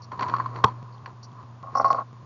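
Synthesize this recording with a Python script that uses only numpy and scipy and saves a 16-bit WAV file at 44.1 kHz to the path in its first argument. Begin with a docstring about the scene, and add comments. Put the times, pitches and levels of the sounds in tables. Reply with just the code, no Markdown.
"""A work table, heard close up: small glass beads in a plastic tub, over mains hum and room noise.
Fingers knock and rub the tub, ringing its damped modes; the lid squeaks, then snaps shut with a crack.
The beads slide as grainy sizzles, then roll and rattle as repeated blows ring both tub and table.
Now and then the hum skips ahead with a dry tick. The microphone is narrow and clips its loudest peaks."""
import sys
import numpy as np
from scipy import signal
from scipy.fft import rfft, irfft
from scipy.io import wavfile

SR = 44100
rng = np.random.default_rng(int(sys.argv[2]) if len(sys.argv) > 2 else 0)


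def unload_wav(signal):
    """Save mono or channel-first audio to the path in sys.argv[1] as 16-bit WAV at rate SR, clipped to [-1, 1]."""
    wavfile.write(
        sys.argv[1],
        SR,
        np.round(np.clip(np.atleast_2d(signal).T, -1, 1) * 32767).astype(np.int16),
    )


N = 99225  # samples, 2.25 s


def undb(db):
    """Decibels to gain."""
    return 10 ** (np.asarray(db) / 20)


def since(start):
    """Seconds since a moment, zero before it."""
    return np.maximum(np.arange(N) / SR - start, 0)


def curve(points):
    """Gain along a list of times in seconds and levels in dB."""
    times, levels_db = np.array(points).T
    return undb(np.interp(since(0), times, levels_db))


def fade(t, t60):
    """Exponential decay that starts when t leaves zero and loses 60 dB in t60 seconds."""
    out = np.zeros(len(t))
    live = (t > 0) & (t < 2 * t60)
    out[live] = np.exp(-np.log(1000) * t[live] / t60)
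    return out


def tint(x, colour):
    """Give a signal a spectrum drawn through points in Hz and dB, and an rms of 1."""
    hz, db = np.array(colour).T
    f = np.maximum(np.fft.rfftfreq(N, 1 / SR), 1)
    gain = undb(np.interp(np.log(f), np.log(hz), db))
    bass_rolloff = np.minimum(f / hz[0], 1) ** 2  # below the first point
    y = irfft(rfft(x) * gain * bass_rolloff, N)
    return y / np.std(y)


def noise(colour):
    """Steady hiss or rumble: random noise with a chosen spectrum."""
    return tint(rng.standard_normal(N), colour)


def grains(rate, spread_db, colour):
    """Tiny contacts at random moments, rate per second, of uneven size and either sign."""
    size = undb(spread_db * np.minimum(rng.exponential(size=N), 4))
    struck = rng.random(N) < rate / SR
    return tint(struck * size * rng.choice([-1, 1], N), colour)


def ring(start, modes, attack_s, stretch=1, bend=0):
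    """Damped modes after one blow; bent plastic starts sharp and relaxes to its own pitch."""
    out = np.zeros(N)
    first = int(np.ceil(start * SR))
    t = np.arange(first, min(first + SR // 5, N)) / SR - start  # at most 0.2 s
    clock = t + bend * BEND_S * (1 - np.exp(-t / BEND_S))  # runs fast at first
    swing = sum(undb(db) * fade(t, t60 * stretch) * np.sin(2 * np.pi * hz * clock)
                for hz, db, t60 in modes)
    onset = 1 - np.exp(-(t / attack_s) ** 2)
    out[first:first + len(t)] = onset * swing
    return out


# Swell of the mains hum. Each row: time in seconds, level in dB.
HUM_LEVEL = [(0, -45.5), (.18, -44), (.33, -37.5), (.7, -37.5), (.82, -40.5), (1.0, -45)]
# Spectrum of the room noise. Each row: frequency in Hz, relative level in dB.
ROOM = [(120, -34.5), (200, -3), (460, -8), (810, -8.5), (1040, 1), (1320, -11.5), (2190, -22.5),
        (4480, -24.5), (7000, -30), (9100, -92)]
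# Spectrum of the low rumble. Each row: frequency in Hz, relative level in dB.
RUMBLE = [(20, -27), (50, -17.5), (95, 0), (220, -8), (320, -17), (1000, -69)]
# Moments when the hum skips. Each row: time in seconds, level of the tick in dB.
SKIPS = [(0.1808, -48), (0.2804, -30), (0.8281, -42), (1.0283, -53), (1.1299, -42), (1.3295, -44),
         (1.4293, -46), (1.6288, -57.5), (1.7303, -41), (1.8293, -35), (1.9296, -18), (2.13, -53),
         (2.2289, -37.5)]
HUM_HZ, OVERTONE_DB = 119.4, -24.5  # overtone relative to the hum
ROOM_DB, RUMBLE_DB = -54.5, -55
SKIP_S, TICK_T60_S = 0.003237, 0.0017  # hum time lost per skip, decay of its tick


def background():
    """Mains hum and its overtone under room noise; at each skip the hum jumps with a dry tick."""
    t = since(0)
    clock = t + SKIP_S * sum(t > start for start, _ in SKIPS)
    phase = 2 * np.pi * (HUM_HZ * clock + rng.random())
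    tone = np.sin(phase) + undb(OVERTONE_DB) * np.sin(2 * phase)
    hum = np.sqrt(2) * curve(HUM_LEVEL) * tone
    ticks = sum(undb(db) * fade(since(start), TICK_T60_S) for start, db in SKIPS)
    air = undb(ROOM_DB) * noise(ROOM) + undb(RUMBLE_DB) * noise(RUMBLE)
    return hum + ticks + air


# The lid's short high modes, rung by a sharp tick. Each row: frequency in Hz, level in dB, decay t60 in
# seconds.
TICK_MODES = [(3290, 2.5, .008), (4430, -11.5, 0.016), (5690, -6, 0.0084)]


def tick(start):
    """One sharp tick on the lid: a tiny bright ring of short modes."""
    return ring(start, TICK_MODES, SNAP_ATTACK_S)


# Lone ticks of the lid in its own high modes. Each row: start in seconds, level in dB.
TICKS = [(0.6617, -35.5), (0.6817, -36.5), (.9797, -46.5), (1.316, -48)]
# Beads sliding on each other.
# Each row: start in seconds, length in seconds, lower resonance in dB, upper resonance in dB.
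SLIDES = [(0.018, 0.027, -52.5, -56.5), (0.923, 0.03, -64, -80), (1.2287, 0.017, -49.5, -49),
          (1.749, 0.014, -53, -50), (1.768, 0.018, -55, -42.5), (1.806, 0.013, -54, -51),
          (1.844, 0.019, -47.5, -53.5), (1.878, 0.0093, -55.5, -55), (1.901, 0.015, -44, -50.5),
          (1.936, 0.03, -59.5, -66.5)]
# Lower resonance of glass on glass. Each row: frequency in Hz, relative level in dB.
GLASS_LOW = [(3700, -23.5), (4450, 5), (4950, -7), (7000, -27)]
# Upper resonance of glass on glass. Each row: frequency in Hz, relative level in dB.
GLASS_HIGH = [(4000, -26.5), (5100, -3), (5650, 7), (6150, -12), (7000, -18.5)]
SLIDE_ATTACK_S, SLIDE_T60_S = 0.001, 0.057
BEAD_HITS_PER_S, BEAD_SPREAD_DB = 1500, 2.5


def beads():
    """Glass on glass: a grainy sizzle in two resonances, balanced anew each slide; and the lid's lone ticks."""
    low = grains(BEAD_HITS_PER_S, BEAD_SPREAD_DB, GLASS_LOW)
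    high = grains(BEAD_HITS_PER_S, BEAD_SPREAD_DB, GLASS_HIGH)
    out = sum(undb(db) * tick(start) for start, db in TICKS)
    for start, length, low_db, high_db in SLIDES:
        onset = 1 - np.exp(-since(start) / SLIDE_ATTACK_S)
        release = np.exp(-np.log(1000) * since(start + length) / SLIDE_T60_S)
        out = out + onset * release * (undb(low_db) * low + undb(high_db) * high)
    return out


# Knocks of fingers, lid and beads on the held tub.
# Each row: start in seconds, level in dB, pitch of the first mode in Hz, level of the crackle in dB.
HANDLING = [(0.1174, -30, 1011, -39), (0.13, -33, 1043, -64), (0.193, -24, 977, -31.5),
            (.209, -22, 1065, -35.5), (0.2221, -22, 1023, -34.5), (0.229, -27, 1076, -32),
            (.239, -24.5, 993, -52), (0.263, -29.5, 1005, -69), (.284, -26.5, 1003, -33.5),
            (0.297, -32, 965, -35), (.338, -12.5, 1098, -34.5), (0.351, -27.5, 1190, -50),
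            (0.364, -26, 1122, -36.5), (0.383, -30, 1165, -46), (0.3985, -17.5, 1063, -45.5),
            (0.4593, -22, 1085, -42), (0.5598, -31.5, 1060, -40), (0.655, -21.5, 910, -48),
            (0.667, -27, 978, -63), (0.683, -28.5, 965, -68), (1.0595, -35.5, 1058, -38.5)]
# Modes of the held tub; each knock supplies its own pitch for the first.
# Each row: frequency in Hz, level in dB, decay t60 in seconds.
HELD_MODES = [(1050, 7.5, 0.031), (1249, 0, 0.021), (887, -20, 0.035), (452, -36, 0.022),
              (4440, -25.5, 0.029)]
# Spectrum of the plastic's crackle, shared with the lid. Each row: frequency in Hz, relative level in dB.
CRACK = [(300, -19), (1500, 8.5), (2500, -2.5), (3700, -13), (4450, 0.5), (5000, -19), (5700, -13.5),
         (7000, -43.5)]
# Fingers and beads rubbing on the tub. Each row: time in seconds, level in dB.
RUB_LEVEL = [(.11, -54), (.125, -36), (.175, -43), (.22, -29.5), (.26, -32), (.4, -36), (.53, -43),
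             (.57, -32.5), (.62, -42.5), (.68, -34), (.73, -44), (.82, -52), (1.058, -54), (1.075, -40.5),
             (1.16, -67), (1.41, -48), (1.58, -73.5), (1.76, -40.5), (2.01, -38), (2.045, -63)]
# Spectrum of the rub. Each row: frequency in Hz, relative level in dB.
RUB = [(100, -11), (320, -9), (850, -12), (1030, 4), (1170, -6), (1450, -18), (3500, -39), (4450, -30),
       (5000, -40), (7000, -43)]
HELD_ATTACK_S, CRACK_T60_S = 0.0012, 0.039
CRACK_GRAINS_PER_S, RUB_GRAINS_PER_S, RUB_SPREAD_DB = 1400, 1500, -1
KNOCK_TICK_DB = -5  # relative to the crackle


def handling():
    """Short knocks on damped plastic, each with a crisp tick and a crackle, over a grainy rub."""
    crack = grains(CRACK_GRAINS_PER_S, RUB_SPREAD_DB, CRACK)
    out = curve(RUB_LEVEL) * grains(RUB_GRAINS_PER_S, RUB_SPREAD_DB, RUB)
    for start, db, hz, crack_db in HANDLING:
        modes = [(hz, *HELD_MODES[0][1:])] + HELD_MODES[1:]
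        knock = undb(db) * ring(start, modes, HELD_ATTACK_S)
        contact = crack * fade(since(start), CRACK_T60_S) + undb(KNOCK_TICK_DB) * tick(start)
        out = out + knock + undb(crack_db) * contact
    return out


# The lid's short squeak. One row: start in seconds, starting pitch in Hz, glide in Hz per second,
# level in dB, decay t60 in seconds.
SQUEAK = (0.4, 1718, -9000, -31, 0.08)


def squeak():
    """The lid drags on the rim: a brief rough tone that falls."""
    start, hz, glide, db, t60 = SQUEAK
    t = since(start)
    wobble = noise([(30, 0), (200, 0), (500, -40), (2000, -90)])
    pitch = (hz + glide * np.minimum(t, .06)) * (1 + .1 * wobble)  # glides for 0.06 s
    phase = 2 * np.pi * np.cumsum(pitch) / SR
    onset = 1 - np.exp(-t / HELD_ATTACK_S)
    return undb(db) * fade(t, t60) * onset * np.sin(phase)


# The lid snapping shut: catch, seat and rebound. Each row: start in seconds, level in dB.
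SNAP = [(0.6395, -4), (0.6422, 3), (0.6486, -15.5)]
# Modes of the whole tub at the snap. Each row: frequency in Hz, level in dB, decay t60 in seconds.
SNAP_MODES = [(1020, 1.5, 0.021), (1210, -13.5, 0.048), (910, -19, 0.059), (430, -11, 0.029),
              (201, -19, 0.073), (129, -14, 0.053), (2750, -26, 0.013), (3170, -13.5, 0.008)]
SNAP_ATTACK_S, SNAP_CRACK_DB, SNAP_CRACK_T60_S = 0.00083, -19, 0.016
SNAP_BEND, BEND_S = 0.11, 0.0031  # share by which the strained rim starts sharp, time it takes to relax


def lid():
    """The lid catches and seats: a hard crack and the tub's ring, falling as the rim relaxes."""
    crack = undb(SNAP_CRACK_DB) * noise(CRACK)
    out = np.zeros(N)
    for start, db in SNAP:
        body = ring(start, SNAP_MODES, SNAP_ATTACK_S, bend=SNAP_BEND)
        out = out + undb(db) * (body + crack * fade(since(start), SNAP_CRACK_T60_S))
    return out


# The tub's own ring. 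One row: frequency in Hz, level in dB, decay t60 in seconds before stretching.
TUB_RING = (1092, 0, 0.062)
# Modes of the table, swinging in turn against and with the tub.
# Each row: frequency in Hz, level in dB, decay t60 in seconds before stretching.
TABLE_MODES = [(267, -26, 0.14), (389, -24, .03), (540.5, -14, 0.066), (671, -7.5, 0.078), (752, -5, 0.039),
               (826, -4, 0.054), (1030, -18, 0.032), (1105, -9, 0.047), (1397, -15, 0.034),
               (1480, -25.5, 0.027), (1920, -26.5, 0.039)]
TABLE_ATTACK_S = 0.001


def blow(start, stretch, thud_db):
    """The tub meets the table once: its ring plus table modes of alternating sign."""
    against = ring(start, TABLE_MODES[0::2], TABLE_ATTACK_S, stretch)
    along = ring(start, TABLE_MODES[1::2], TABLE_ATTACK_S, stretch)
    tub = ring(start, [TUB_RING], TABLE_ATTACK_S, stretch)
    return tub + undb(thud_db) * (along - against)


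def stirred(force, stretch, thud_db):
    """Many small contacts drive tub and table: their force convolved with one unit-energy blow."""
    body = blow(0, stretch, thud_db)
    return signal.fftconvolve(force, body / np.linalg.norm(body))[:N]


# The tub rocking on the table with the beads jumping in it.
# Each row: start in seconds, level in dB, ring length as a factor, table thud in dB against the tub.
SET_DOWN = [(1.632, -30.5, 1.3, -22), (1.671, -30, 1.43, -24), (1.752, -12, 1.02, -7),
            (1.772, -17.5, 1.3, -1.5), (1.7978, -8.5, 0.53, 1.5), (1.81, -17.5, 0.62, 4.5),
            (1.8444, -7, 0.62, -3.5), (1.8535, -13.5, 2.94, -8), (1.903, -8, 1.32, -9),
            (1.92, -24, 0.2, 15.5), (1.946, -13.5, 0.31, 2.5), (1.9853, -17, 0.74, -4.5),
            (2.007, -24.5, 0.87, -15)]
# Spectrum of the beads' splash under each blow. Each row: frequency in Hz, relative level in dB.
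SPLASH = [(900, 0), (2200, -8), (4500, -34)]
# Beads rolling on the tub's floor as it comes down. Each row: time in seconds, level in dB.
ROLL_LEVEL = [(1.6, -60.5), (1.64, -43.5), (1.74, -48.5), (1.77, -34), (2.02, -33.5), (2.035, -83)]
SPLASH_DB, CHATTER_DB = -32, -25  # relative to the blow
CHATTER_T60_S, CHATTER_HITS_PER_S = 0.044, 460


def set_down():
    """Blows ring tub and table with a splash of beads, which chatter and roll into the same modes."""
    contacts = grains(CHATTER_HITS_PER_S, BEAD_SPREAD_DB, [(100, 0), (7000, 0)])
    jolt = sum(undb(db) * fade(since(start), CHATTER_T60_S) for start, db, _, _ in SET_DOWN)
    blows = sum(undb(db) * blow(start, stretch, thud_db) for start, db, stretch, thud_db in SET_DOWN)
    splash = undb(SPLASH_DB) * jolt * tint(contacts, SPLASH)
    chatter = stirred(undb(CHATTER_DB) * jolt * contacts, stretch=.33, thud_db=-.5)
    roll = stirred(curve(ROLL_LEVEL) * contacts, stretch=.5, thud_db=1.5)
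    return blows + splash + chatter + roll


def scene():
    """Room, beads and tub in one channel."""
    return (background() + beads() + handling() + squeak() + lid() + set_down())[None]


HIGHPASS_HZ, MIC_TOP_HZ, TOP_HZ = 79, 7100, 8200
CLIP_LEVEL = .53  # of full scale


def lowpass(x, hz):
    """A steep elliptic cut-off of the treble."""
    return signal.sosfilt(signal.ellip(10, .2, 80, hz, fs=SR, output="sos"), x)


def record(dry):
    """A narrow-band microphone, hard clipping of the peaks, then the recorder's cut-off."""
    bass_cut = signal.butter(4, HIGHPASS_HZ, "high", fs=SR, output="sos")
    mic = signal.sosfilt(bass_cut, lowpass(dry, MIC_TOP_HZ))
    return lowpass(np.clip(mic, -CLIP_LEVEL, CLIP_LEVEL), TOP_HZ)


dry = scene()
out = record(dry)
unload_wav(out)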